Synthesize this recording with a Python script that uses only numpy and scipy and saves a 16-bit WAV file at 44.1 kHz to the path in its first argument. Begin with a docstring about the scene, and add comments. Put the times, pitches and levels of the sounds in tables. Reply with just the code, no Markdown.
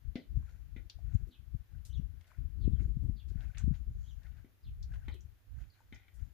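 """Hand washing in a basin in an open yard, close to the microphone, with sparrows off in the trees.
It opens on a knock and a splat as the wet bundle bumps the basin. Uneven strokes follow: cloth squelches,
suds crackle and drops fly, while sparrows cheep now and then. Wind buffets the microphone, mostly at its
left port, hardest from about 2.6 to 3.7 s. Around 5 and 6 s the basin knocks again among more splats,
and between those knocks a gust briefly strikes the right port."""
import sys
import numpy as np
from scipy import signal
from scipy.fft import rfft, irfft, next_fast_len
from scipy.io import wavfile
from scipy.ndimage import uniform_filter1d

SR = 44100
rng = np.random.default_rng(int(sys.argv[2]) if len(sys.argv) > 2 else 0)


def store_pcm(level_fs):
    """Save levels as 16-bit WAV."""
    pcm = np.round(np.clip(level_fs, -1, 1) * 32767).astype(np.int16)
    wavfile.write(sys.argv[1], SR, np.atleast_2d(pcm).T)


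N = 279153

# Strokes of the hands. Each row: middle in seconds, rubbing in relative dB, length in seconds,
# suds in relative dB.
STROKES = [(0.493, -73, 0.13, -83), (1.129, -74.5, .16, -87), (1.754, -82, 0.19, -99),
           (2.317, -72, 0.18, -95), (2.815, -69.5, .06, -80.5), (3.428, -65.5, .12, -85),
           (3.595, -68, 0.063, -80), (3.754, -69, 0.039, -80), (4.038, -82.5, 0.13, -77.5),
           (4.254, -70.5, .08, -93), (4.387, -74, 0.057, -95), (4.942, -64.5, 0.056, -84),
           (5.047, -73.5, .08, -93), (5.601, -69.5, 0.065, -83.5), (5.785, -77.5, .1, -88.5),
           (6.213, -75.5, 0.088, -83)]
# Gusts that stand out of the breeze. Each row: middle in seconds, level in relative dB,
# length in seconds, pitch of the eddy at the core in Hz.
GUSTS = [(0.086, -42, 0.087, 60), (0.375, -35, 0.11, 76), (1.152, -30, 0.033, 85), (1.55, -35, 0.03, 75.5),
         (1.998, -37.5, 0.16, 116), (2.679, -33, 0.2, 206.5), (2.736, -37, 0.02, 120),
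         (2.812, -35.5, 0.17, 70), (2.972, -38, 0.033, 126), (3.098, -38.5, 0.029, 129),
         (3.359, -43.5, 0.086, 120), (3.643, -35, 0.037, 103), (3.68, -33, 0.12, 145.4),
         (3.713, -30.5, 0.063, 111), (5.581, -44, 0.15, 68), (6.229, -46, 0.14, 68.6)]


def scrubbing(trim_db=1, bubble_db=-9, roundness=1.04, fizz_lag_s=0.015, fizz_stretch=1.38):
    """Wet cloth squelches between the hands on each stroke; the foam fizzes a little later and longer."""
    # Spectra of rubbed cloth and of foam. Each row: frequency in Hz, relative density in dB.
    cloth_spectrum = [(250, -14.5), (450, -5.5), (750, 0.5), (1100, -18.5), (1520, 2.5), (1850, -5),
                      (2300, -7), (2700, -11), (3400, -16), (5000, -16), (8000, -22)]
    suds_spectrum = [(2500, -29), (4000, 2.5), (5500, -2), (6800, 10), (8000, -10), (9200, -19.5),
                     (11500, -10), (15500, -22.5)]
    rubbing, fizzing = np.zeros((2, N))
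    for s, rub_db, length, suds_db in STROKES:
        rubbing += amp(rub_db + trim_db) * swell(s, length, roundness)
        fizzing += amp(suds_db + trim_db) * swell(s + fizz_lag_s, fizz_stretch * length, roundness)
    squelch = crackle(per_second=5000, spread_db=5, wash=0.83)
    squelch += amp(bubble_db) * bubbles(hz=1689, octaves=0.444, cycles=8.1, spread_db=4.5)
    suds = crackle(per_second=870, spread_db=0, wash=0.8)
    return rubbing * coloured(squelch, cloth_spectrum) + fizzing * coloured(suds, suds_spectrum)


def crackle(per_second, spread_db, wash, size=N):
    """Two trains of bursting bubbles of uneven size on a wash of noise."""
    pops = (rng.random((2, size)) < per_second / SR) * rng.standard_normal((2, size))
    pops *= amp(spread_db * np.minimum(rng.exponential(size=(2, size)), 3))
    return unit(unit(pops) + wash * rng.standard_normal((2, size)))


def bubbles(hz, octaves, cycles, spread_db, count=2200):
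    """Small air pockets ring for a few cycles each, rising slightly in pitch."""
    start = rng.integers(0, N, (count, 1))
    pitch, loudness = rng.standard_normal((2, count, 1))
    i = np.arange(SR // 80)
    turns = hz * 2 ** (octaves * pitch) * i / SR
    age = turns / cycles
    envelope = amp(spread_db * loudness) * np.exp(-age) * (1 - np.exp(-turns))
    rings = envelope * np.sin(2 * np.pi * turns * (1 + 0.033 * age))
    return unit(np.bincount((start + i).ravel(), rings.ravel(), N)[:N])


def knocks(thud_hz=245, thud_t60=0.017, shudder_db=-14, blow_db=2, blow_t60=0.083):
    """The bundle thuds on the water-damped bottom; the basin shudders while its wall rings higher up."""
    # Bumps on the basin. Each row: start in seconds, slap and thud in relative dB, ring t60 in seconds.
    bumps = [(0.156, -52, -32, 0.2), (.763, -57, -47, 0.2), (4.445, -76, -53.5, 0.25),
             (5.081, -52, -45.5, 0.2), (5.924, -55.5, -50, 0.19), (5.957, -61.5, -80, 0.63),
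             (6.081, -64, -87, 0.033)]
    # Resonances of the basin and its wall. Each row: frequency in Hz, width in Hz, relative level in dB.
    low_modes = [(176, 22, -16.5), (258, 33, -6.5), (352, 130, -9.5), (636, 140, -16)]
    wall_modes = [(808, 63, -6.5), (1440, 78, -4.5), (1998, 186, 2.5), (2394, 310, -3.5), (3080, 78, -4),
                  (3650, 414, -11), (5440, 170, -27.5), (6330, 150, -22)]
    out, t = np.zeros((2, N)), np.arange(SR // 2) / SR
    for s, slap_db, thud_db, t60 in bumps:
        dying = amp(-60 * t / t60)
        blow = amp(blow_db - 60 * t / blow_t60)
        spatter = crackle(per_second=3900, spread_db=6.5, wash=1, size=len(t))
        slap = resonant(spatter * (dying + blow), wall_modes) / np.std(resonant(spatter, wall_modes))
        shudder = unit(resonant(rng.standard_normal((2, len(t))), low_modes))
        shudder *= dying * (1 - np.exp(-t / 0.0058))
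        thud = -np.sin(2 * np.pi * thud_hz * t) * amp(-60 * t / thud_t60) * (1 - np.exp(-t / 0.0025))
        add(out, s, amp(slap_db - 5.5) * slap + amp(thud_db + shudder_db) * shudder)
        add(out[0], s, amp(thud_db + 16.5) * thud)  # row 0 becomes the middle of the stereo image
    return out


def splats(crack_t60=0.013, spray_db=-7, skirt_db=-27, mist_db=-36):
    """A pocket of water bursts with a crack and a spray of droplets follows."""
    # Larger splats and squirts from the cloth. Each row: start in seconds, level in relative dB,
    # pitch in Hz, spread in octaves, spray t60 in seconds.
    squirts = [(0.155, -45.5, 3200, 0.42, 0.14), (.898, -45.5, 3990, 0.39, 0.088),
               (0.988, -58.5, 685, 0.17, 0.038), (1.14, -63, 6940, 0.14, 0.12), (1.27, -51, 267, 0.5, .19),
               (1.85, -49.5, 6160, 0.8, 0.16), (2.21, -65, 2230, 1.1, 0.099),
               (2.268, -63.5, 3500, 1.2, 0.15), (2.316, -61, 1204, 0.37, 0.032),
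               (2.796, -61.5, 1900, 0.42, 0.093), (3.281, -60.5, 4020, 0.77, 0.18),
               (3.547, -52.5, 2140, .44, .12), (3.571, -46.5, 2330, 0.69, 0.15),
               (3.582, -47.5, 6630, 0.25, .1), (3.739, -60.5, 2380, 0.76, 0.17),
               (4.232, -67, 2180, 1.1, 0.05),  (4.827, -52.5, 4850, 0.34, 0.11),
               (5.081, -48.5, 705, 0.57, .13), (5.141, -46.5, 337, 0.31, .11),
               (5.207, -62.5, 6300, 0.2, 0.12), (5.805, -65, 925, 0.092, .052),
               (5.944, -59, 5550, 0.28, 0.14), (6.139, -62.5, 7840, 0.58, 0.22)]
    out, t = np.zeros((2, N)), np.arange(SR // 3) / SR
    for s, db, hz, octaves, t60 in squirts + droplets():
        def band(f):
            peak = np.exp(-0.5 * (np.log2((f + 1) / hz) / octaves) ** 2)
            return peak + amp(skirt_db) / (1 + (f / hz) ** 2) + amp(mist_db)
        drops = unit(filtered(crackle(per_second=2000, spread_db=2, wash=1, size=len(t)), band))
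        crack = amp(-60 * t / crack_t60)
        spray = amp(spray_db - 60 * t / t60)
        rise_s = 0.0068 * t60 * (t60 / 0.087) ** 2  # long squirts start softly
        add(out, s, amp(db) * drops * (crack + spray) * (1 - np.exp(-t / rise_s)))
    return out


def droplets(per_stroke=2, boost_db=4, hz=2030, octaves=0.71, t60=0.11):
    """Rows of small splats that each stroke shakes loose by chance, louder for harder strokes."""
    scatter = rng.standard_normal((len(STROKES), per_stroke, 3)) * [0.3, 1.5, 0.35]
    return [(s + later * length, db + boost_db + louder, hz * 2 ** higher, octaves, t60)
            for (s, db, length, _), drops in zip(STROKES, scatter) for later, louder, higher in drops]


def wind(calm_db=-70.5, edge_s=0.0086, surge_db=4, surge_hz=16, flutter_db=-14, flutter_growth=1.254):
    """Wafts and gusts press on each port of the microphone separately; stronger wind is brighter."""
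    # Wafts between lulls. Each row: start and length in seconds, relative dB, extra flutter in dB.
    wafts = [(0.277, 0.6, -50, -2), (0.957, .33, -42.5, -1), (1.393, 0.23, -52.5, -0.5),
             (1.699, .52, -49.5, 0), (2.371, 0.19, -43.5, 0.5), (2.607, 0.57, -37.5, 2.5),
             (3.169, 0.35, -44.5, 0.5), (3.551, 0.5, -42.5, -1.5), (4.02, 0.43, -50, 0),
             (4.642, 0.5, -46, -10), (5.133, .22, -52.5, 5), (5.886, 0.1, -54.5, 3)]
    # The side the wind strikes. Each row: time in seconds, left minus right in dB.
    wind_side = [(0, 52), (.4, 12), (1.3, 34), (2.6, 59), (2.87, 14.5), (3.68, 38), (3.92, 3.5), (4.3, 32),
                 (4.55, 0.5), (5.3, 15), (5.55, -39), (6.2, 32)]
    # Spectra of the deep buffet and the flutter above it. Each row: frequency in Hz, relative dB.
    buffet_spectrum = [(15, -38), (25, -16), (40, -1), (60, 4), (80, -4), (120, -11.5), (180, -29),
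                       (300, -40), (500, -102)]
    flutter_spectrum = [(110, -8.5), (170, 7.5), (250, -2), (350, -8), (500, -25), (800, -36.5),
                        (1500, -51.5)]
    breeze_power = sum((amp(db) * plateau(s, length, edge_s)) ** 2 for s, length, db, _ in wafts)
    breeze_power += amp(calm_db) ** 2
    ragged_db = sum(extra * plateau(s, length, edge_s) for s, length, _, extra in wafts)
    gust_power = sum((amp(db) * swell(s, length)) ** 2 for s, db, length, _ in GUSTS)
    surges = unit(amp(surge_db * np.minimum(wobble(surge_hz, N), 1)))
    wind_db = 10 * np.log10(breeze_power * surges ** 2 + gust_power)
    buffet = amp(wind_db) * steadied(coloured(rng.standard_normal((2, N)), buffet_spectrum), span=0.068)
    flutter = steadied(coloured(rng.standard_normal((2, N)), flutter_spectrum), span=0.02)
    lumps = unit(amp(3 * wobble(29, N)))
    flutter *= lumps * amp(flutter_growth * wind_db + flutter_db + ragged_db)
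    left_share = 1 / (1 + amp(-curves(wind_side)[0]) ** 2)
    ports = 2 * np.sqrt([left_share, 1 - left_share])
    return ports * (buffet + flutter + eddy_thumps())


def eddy_thumps(boost_db=8, whirl_db=-20, whirl_ratio=1.67):
    """An eddy thumps in each gust: suction in the core, pressure on both flanks, a small whirl inside."""
    out, t = np.zeros(N), np.arange(N) / SR
    eddy = lambda u: (2 * u ** 2 - 1) * np.exp(-u ** 2)
    for s, db, _, hz in GUSTS:
        near = np.abs(t - s) < 2 / hz
        offset = np.pi * hz * (t[near] - s)
        out[near] += amp(db + boost_db) * (eddy(offset) + amp(whirl_db) * eddy(whirl_ratio * offset))
    return out


def sparrows():
    """Raspy two-voiced cheeps, chirrups and thin peeps from a distance, scattered by the trees."""
    # Calls. Each row: start in seconds, level in relative dB, pitch ratio.
    cheep_calls = [(0.177, -73.5, 1.1), (1.298, -68, 0.99), (2.597, -71.5, 1.05), (3.156, -69.5, 1.03),
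                   (4.623, -71.5, 1.02), (5.1, -67, 0.99)]
    chirrup_calls = [(1.893, -63.5, 1.0), (4.036, -67.5, 1.01)]
    peep_calls = [(2.725, -80, 0.72), (5.7, -79, 0.93)]
    # Their glides. Each row: seconds into the call, pitch in Hz at ratio 1, relative level in dB.
    cheep_shape = [(0, 4800, -22), (.013, 4550, -5), (.025, 4050, 0), (.035, 3950, -4), (.045, 3600, 1),
                   (.054, 3400, -4), (.063, 3150, -1), (.074, 3000, -25)]
    chirrup_shape = [(0, 3450, -5), (.018, 2950, -10), (.032, 3150, -6), (.047, 3850, -1), (.06, 3500, 2),
                     (.074, 3300, -1), (.084, 2950, -9), (.106, 2900, -20)]
    peep_shape = [(0, 4940, 17), (0.015, 5060, -7.5), (0.04, 4450, 8), (.07, 4380, -30)]
    upper = chirps(cheep_calls, cheep_shape, rasp=0.06, overtone_db=-35)
    # the other side of the syrinx joins a moment later, a third lower
    lower_calls = [(s + 0.004, db - 2, 0.82 * ratio) for s, db, ratio in cheep_calls]
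    lower = chirps(lower_calls, cheep_shape, rasp=0.06, overtone_db=-35)
    peeps = chirps(peep_calls, peep_shape, rasp=0.04, overtone_db=-30)
    chirrups = chirps(chirrup_calls, chirrup_shape, rasp=0.045, overtone_db=-3)
    chirrups = filtered(chirrups, lambda hz: 1 / (1 + (hz / 6200) ** 20))  # leaves and distance dull them
    far = upper + lower + peeps
    return (far + chirrups) * amp([[1], [-1]]) + yard(amp(-1) * far + amp(-3) * chirrups)


def chirps(calls, shape, rasp, overtone_db, flutter_db=3):
    """A whistle glides along its shape; a quick flutter of pitch and level makes it raspy and broken."""
    out, size = np.zeros(N), int(shape[-1][0] * SR)
    hz, shape_db = curves(shape, size)
    for s, db, ratio in calls:
        phase = 2 * np.pi * np.cumsum(hz * ratio * (1 + rasp * wobble(300, size))) / SR
        level = amp(db + shape_db) * unit(amp(flutter_db * wobble(130, size)))
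        whistle = np.sin(phase) + amp(overtone_db) * np.sin(2 * phase)
        add(out, s, level * signal.windows.tukey(size, 0.1) * whistle)
    return out


def yard(x):
    """Ground, trunks and cans scatter a short diffuse tail back to the microphone."""
    # Decay of the yard. Each row: frequency in Hz, t60 in seconds.
    decay = [(200, 0.28), (2000, 0.23), (10000, 0.24)]
    hz, t, noise = signal.stft(rng.standard_normal((2, SR // 2)), SR, nperseg=256)
    tail = signal.istft(noise * amp(-60 * t / along(decay, hz)[:, None]), SR, nperseg=256)[1]
    tail = np.pad(tail / np.linalg.norm(tail[0]), ((0, 0), (SR // 200, 0)))  # arrives 5 ms late
    return signal.fftconvolve(x[None], tail, axes=1)[:, :N]


def air(level_db=-69):
    """The quiet of the yard and the hiss of the microphone."""
    # Spectrum of the quiet. Each row: frequency in Hz, relative density in dB.
    spectrum = [(59, -17.5), (100, -3.5), (146, -27.5), (300, -25), (411, -30), (1060, -34.5),
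                (1590, -31.5), (5750, -42), (6660, -42), (8410, -49), (11500, -39), (15500, -39.5)]
    # Its stereo image. Each row: frequency in Hz, left-right correlation.
    likeness = [(100, 0.52), (400, 0.29), (2000, 0.06), (5000, 0.078), (9000, 0.038)]
    hiss = coloured(rng.standard_normal((2, N)), spectrum)
    return amp(level_db) * stereo(hiss, likeness) * amp([[0.8], [-0.8]])


def amp(db):
    """Decibels to gain."""
    return 10 ** (np.asarray(db) / 20)


def unit(x):
    """x at rms 1."""
    return x / np.sqrt(np.mean(x ** 2) + 1e-20)


def along(points, hz):
    """(Hz, value) points read on a log axis."""
    f, v = np.transpose(points)
    return np.interp(np.log(hz + 1), np.log(f + 1), v)


def curves(rows, size=N):
    """One value per sample for each column after the time."""
    s, *cols = np.transpose(rows)
    return [np.interp(np.arange(size) / SR, s, c) for c in cols]


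def filtered(x, response):
    """x through a gain that depends on frequency."""
    n = x.shape[-1]
    m = next_fast_len(n + 8192)
    return irfft(rfft(x, m) * response(np.fft.rfftfreq(m, 1 / SR)), m)[..., :n]


def coloured(x, spectrum):
    """x shaped by a (Hz, dB) spectrum, at rms 1."""
    return unit(filtered(x, lambda hz: amp(along(spectrum, hz))))


def resonant(x, modes):
    """x through damped resonances of alternating sign."""
    def response(f):
        return sum((-1) ** k * amp(db) * 1j * f * width / (hz * hz - f * f + 1j * f * width)
                   for k, (hz, width, db) in enumerate(modes))
    return filtered(x, response)


def stereo(pair, likeness):
    """Mix two unrelated signals, as mid and side, to left and right of a given likeness."""
    turn = lambda hz: np.arccos(np.clip(along(likeness, hz), -1, 1)) / 2
    mid, side = filtered(pair, lambda hz: np.array([np.cos(turn(hz)), np.sin(turn(hz))]))
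    return np.array([mid + side, mid - side])


def add(track, s, sound):
    """Mix a sound into a track at s seconds."""
    part = track[..., max(round(s * SR), 0):][..., :sound.shape[-1]]
    part += sound[..., :part.shape[-1]]


def steadied(x, span):
    """x with its swells slower than span seconds evened out."""
    power = uniform_filter1d(np.abs(signal.hilbert(x)) ** 2, max(int(span * SR), 1), axis=-1) / 2
    return x / np.sqrt(np.abs(power) + 1e-6)


def wobble(hz, size):
    """A smooth random curve of rms 1 that moves up to about hz times a second."""
    return unit(filtered(rng.standard_normal(size), lambda f: np.exp(-(f / hz) ** 2)))


def swell(s, length, roundness=2):
    """A rise and fall around s seconds: a bell, or a sharper peak at lower roundness."""
    bell = np.zeros(N)
    i = np.arange(max(int((s - 3 * length) * SR), 0), min(int((s + 3 * length) * SR), N))
    bell[i] = np.exp(-np.abs(2 * (i / SR - s) / length) ** roundness)
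    return bell


def plateau(s, length, edge):
    """A smooth rise at s seconds, a hold for length seconds and a smooth fall."""
    t = np.arange(N) / SR - s
    return (np.tanh(t / edge) - np.tanh((t - length) / edge)) / 2


def scene():
    """The basin stands close by, a little left of the microphone, with the open yard around it."""
    # Stereo image of the washing. Each row: frequency in Hz, left-right correlation.
    likeness = [(300, 0.69), (2000, 0.57), (4500, 0.2), (9000, 0.07)]
    washing = stereo(scrubbing() + knocks() + splats(), likeness) * amp([[2], [-2.3]])
    return washing + amp(-10) * yard(washing.mean(0)) + sparrows() + air() + wind()


def record(dry):
    """The camera keeps nothing above its band limit."""
    return filtered(dry, lambda hz: hz < 15550)


dry = scene()
out = record(dry)
store_pcm(out)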